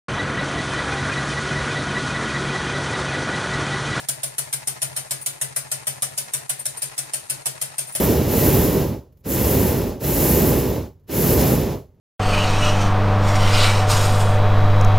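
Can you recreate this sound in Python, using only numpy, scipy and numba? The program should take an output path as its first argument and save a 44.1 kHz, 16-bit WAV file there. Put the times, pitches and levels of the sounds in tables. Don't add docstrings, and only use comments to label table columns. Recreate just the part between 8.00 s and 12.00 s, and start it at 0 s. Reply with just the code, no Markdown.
import sys
import numpy as np
from scipy.fft import rfft, irfft, next_fast_len
from scipy.io import wavfile
from scipy.ndimage import map_coordinates
from numba import njit

SR = 44100
rng = np.random.default_rng(int(sys.argv[2]) if len(sys.argv) > 2 else 0)


def dump(signal):
    limited = np.clip(np.atleast_2d(signal).T, -1, 1)
    pcm = np.round(limited * 32767).astype(np.int16)
    wavfile.write(sys.argv[1], SR, pcm)


N = 176400
TIME_S = np.arange(N) / SR


def amp(db):
    return 10 ** (np.asarray(db) / 20)


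def unit_rms(x):
    return x / np.sqrt(np.mean(x ** 2) + 1e-20)


def curve_at(points, hz):
    knots_hz, values = np.transpose(points)
    return np.interp(np.log(hz + 1), np.log(knots_hz + 1), values)


def filtered(x, response):
    size = next_fast_len(N + SR // 2)
    return irfft(rfft(x, size) * response(np.fft.rfftfreq(size, 1 / SR)), size)[..., :N]


def wobble(rate_hz):
    knots = rng.standard_normal(int(N * rate_hz / SR) + 4)
    return map_coordinates(knots, [TIME_S * rate_hz])


def turbulence(flutter_db, crackle_db):
    return unit_rms(amp(flutter_db * wobble(35.03) + crackle_db * wobble(500)))


# frequency_hz, correlation
STEREO_COHERENCE = [(60, .997), (250, .972), (500, .95), (1150, .91), (1550, .9995), (4500, .999),
                    (4900, .93), (5350, .94), (5800, .72), (7900, .78), (8450, .999), (9000, .995),
                    (9400, .93), (10000, .81), (12000, .81), (13000, .92), (13300, 1)]

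def stereo_noise(spectrum):
    def mid_side_gains(hz):
        angle = np.arccos(np.clip(curve_at(STEREO_COHERENCE, hz), 0, 1)) / 2
        return amp(curve_at(spectrum, hz)) * [np.cos(angle), np.sin(angle)]
    mid, side = filtered(rng.standard_normal((2, N)), mid_side_gains)
    return unit_rms(np.array([mid + side, mid - side]))


def basket_echoes(direct, count=8, gain_db=-13.5, low_hz=600, high_hz=5500):
    delays_s = rng.uniform(.002, .02, count)
    echoes = sum((-1) ** k * np.pad(direct, ((0, 0), (int(delay_s * SR), 0)))[:, :N]
                 for k, delay_s in enumerate(delays_s))
    band = lambda hz: hz ** 2 / (hz ** 2 + low_hz ** 2) / (1 + (hz / high_hz) ** 2)
    return filtered(echoes, band) * amp(gain_db) / np.sqrt(count)


# frequency_hz, density_db
PILOT_SPECTRUM = [(20, -21), (45, -7), (85, 2.5), (140, -4.5), (210, -16), (300, -21), (420, -21),
                  (600, -26), (720, -35), (900, -34), (1400, -42), (4000, -50), (8000, -55), (16000, -60)]

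def pilot_flame():
    return amp(-53) * stereo_noise(PILOT_SPECTRUM)


# start_s, level_db, ring_re_rattle_db
HANDLE_TICKS = [(1.123, -63, -22), (1.170, -62, -9), (1.207, -68, -22), (2.931, -69, -25),
                (2.996, -68, -25), (3.035, -71, -20), (3.944, -73, -27)]
# frequency_hz, density_db
RATTLE_SPECTRUM = [(500, -20), (1500, -4), (6500, -5), (9000, -5), (13000, 2), (16000, -4)]

def valve_handle(attack_s=.001, rattle_t60_s=.08, ring_hz=13300, ring_t60_s=.13):
    out, noise = np.zeros((2, N)), stereo_noise(RATTLE_SPECTRUM)
    for start_s, level_db, ring_db in HANDLE_TICKS:
        age_s = np.maximum(TIME_S - start_s, 0)
        rattle = amp(-60 * age_s / rattle_t60_s) * noise
        ring = amp(ring_db - 60 * age_s / ring_t60_s) * np.sin(2 * np.pi * ring_hz * age_s)
        out += amp(level_db) * (1 - np.exp(-age_s / attack_s)) * (rattle + ring)
    return out


@njit
def flame_size(drive, build_s, die_s):
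    size = drive.copy()
    for i in range(1, len(drive)):
        gap = drive[i] - size[i - 1]
        size[i] = size[i - 1] + gap / (SR * (build_s if gap > 0 else die_s))
    return size


# frequency_hz, density_db
RUMBLE_SPECTRUM = [(15, -33), (28, -26), (40, -13.5), (52, -2), (72, 1.5), (100, -3), (160, -13.5),
                   (400, -41)]

def flame_rumble(drive):
    size = flame_size(drive, build_s=.055, die_s=.02)
    return amp(-21.5) * size ** .77 * stereo_noise(RUMBLE_SPECTRUM)


# frequency_hz, density_db
ROAR_SPECTRUM = [(45, -31), (100, -5), (140, 1), (200, -3.5), (260, -3), (315, -5.5), (385, -2.5),
                 (470, -6.5), (600, -10), (725, -18.5), (810, -15.5), (950, -19), (1200, -27), (2000, -45)]

def flame_roar(drive):
    size = flame_size(drive, build_s=.059, die_s=.0075)
    return amp(-15) * size ** .78 * stereo_noise(ROAR_SPECTRUM) * turbulence(.23, .5)


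# start_s, level_db
PUFFS = [(1.254, -25), (2.012, -21.5), (3.088, -26.5)]

def ignition_puffs(attack_s=.008, t60_s=.48):
    out, noise = np.zeros((2, N)), stereo_noise(ROAR_SPECTRUM)
    for start_s, level_db in PUFFS:
        age_s = np.maximum(TIME_S - start_s, 0)
        out += amp(level_db - 60 * age_s / t60_s) * (1 - np.exp(-age_s / attack_s)) * noise
    return out


# frequency_hz, density_db
RUSH_SPECTRUM = [(500, -23), (1000, -0.5), (1300, -1.5), (1800, 1), (2300, -1), (2900, -0.5), (3300, -4.5),
                 (3500, -2), (3750, -5), (4100, -2.5), (4500, -5.5), (5200, -2), (6300, -5.5), (8000, -8.5),
                 (15000, -15)]

def flame_rush(level_db):
    return amp(level_db) * stereo_noise(RUSH_SPECTRUM) * turbulence(.37, .7)


# frequency_hz, density_db
JET_SPECTRUM = [(3000, -32), (5500, -13), (7000, -6.5), (8200, -4), (9200, -5), (10500, 0), (12000, -1),
                (13400, 1.5), (14800, -2.5), (16000, -7)]

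def gas_jet(level_db, trim_db=2):
    return amp(level_db + trim_db) * stereo_noise(JET_SPECTRUM) * turbulence(.63, .65)


# time_s, jet_db (before trim), flame_db
BLAST_LEVELS = [
    [(0.0, -25.5, -32.5), (0.04, -24.5, -31.5), (0.086, -31, -32.5), (0.114, -29.5, -33), (0.248, -38, -37),
     (0.342, -26.5, -33.5), (0.47, -23.5, -31), (0.652, -27.5, -33), (0.82, -36, -37), (0.942, -52, -48.5),
     (1.044, -79, -75.5), (1.062, -95, -77), (1.116, -93, -91), (1.12, -86, -91)],
    [(1.21, -71, -96), (1.228, -93, -86), (1.246, -56, -52), (1.264, -39.5, -43), (1.296, -30, -40),
     (1.336, -28, -34.5), (1.484, -25.5, -33), (1.684, -28.5, -34), (1.866, -41, -41), (1.92, -51, -46),
     (1.99, -66, -61)],
    [(1.99, -65, -59), (2.008, -43, -45.5), (2.046, -28, -36), (2.21, -23.5, -32), (2.326, -22.5, -32),
     (2.518, -27.5, -33), (2.764, -41.5, -40.5), (2.864, -63, -55), (2.946, -93, -90), (2.98, -90, -90)],
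    [(3.05, -92, -100), (3.064, -91, -91), (3.078, -61, -60.5), (3.098, -45.5, -42.5), (3.12, -33, -39),
     (3.154, -27, -35), (3.294, -23.5, -31), (3.368, -27.5, -32.5), (3.394, -25.5, -30), (3.524, -28, -33),
     (3.734, -49, -42.5), (3.814, -66.5, -63), (3.864, -90, -82), (3.92, -92, -91)],
]

def burner(full_flame_db=-30):
    times_s, *contours = np.vstack(BLAST_LEVELS).T
    jet_db, flame_db = [np.interp(TIME_S, times_s, contour) for contour in contours]
    drive = amp(flame_db - full_flame_db)
    return gas_jet(jet_db) + flame_rush(flame_db) + flame_roar(drive) + flame_rumble(drive)


# frequency_hz, left_lead_rad
STEREO_LEAD = [(60, 0), (200, -.2), (280, -.42), (450, -.37), (620, -.65), (790, -1.2), (1000, -.75),
               (1300, -.35), (1500, 0), (4550, 0), (5250, .17), (5500, -.3), (5770, -1.6), (6400, -.65),
               (6800, -.6), (7200, -1.2), (7600, -2.45), (8050, -2.45), (8400, -3.14), (9100, -3.16),
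               (9500, -3.3), (9850, -3.8), (12100, -5.4), (13200, -6.283)]
# frequency_hz, left_minus_right_db
STEREO_BALANCE = [(60, -1.0), (99, -1.2), (160, -1.5), (270, -2.7), (450, -0.66), (740, -1.4), (1220, -0.5),
                  (2010, 0.37), (3330, 0.0), (5500, 0.0), (9080, 0.0), (15000, 0.0)]

def scene():
    half = np.array([[.5], [-.5]])
    def image(hz):
        gain = amp(half * curve_at(STEREO_BALANCE, hz))
        return gain * np.exp(1j * half * curve_at(STEREO_LEAD, hz))
    direct = burner() + ignition_puffs() + pilot_flame() + valve_handle()
    return filtered(direct + basket_echoes(direct), image)


def record(dry):
    cutoff_hz, order = 15830, 300
    return filtered(dry, lambda hz: 1 / (1 + (hz / cutoff_hz) ** order))


dry = scene()
out = record(dry)
dump(out)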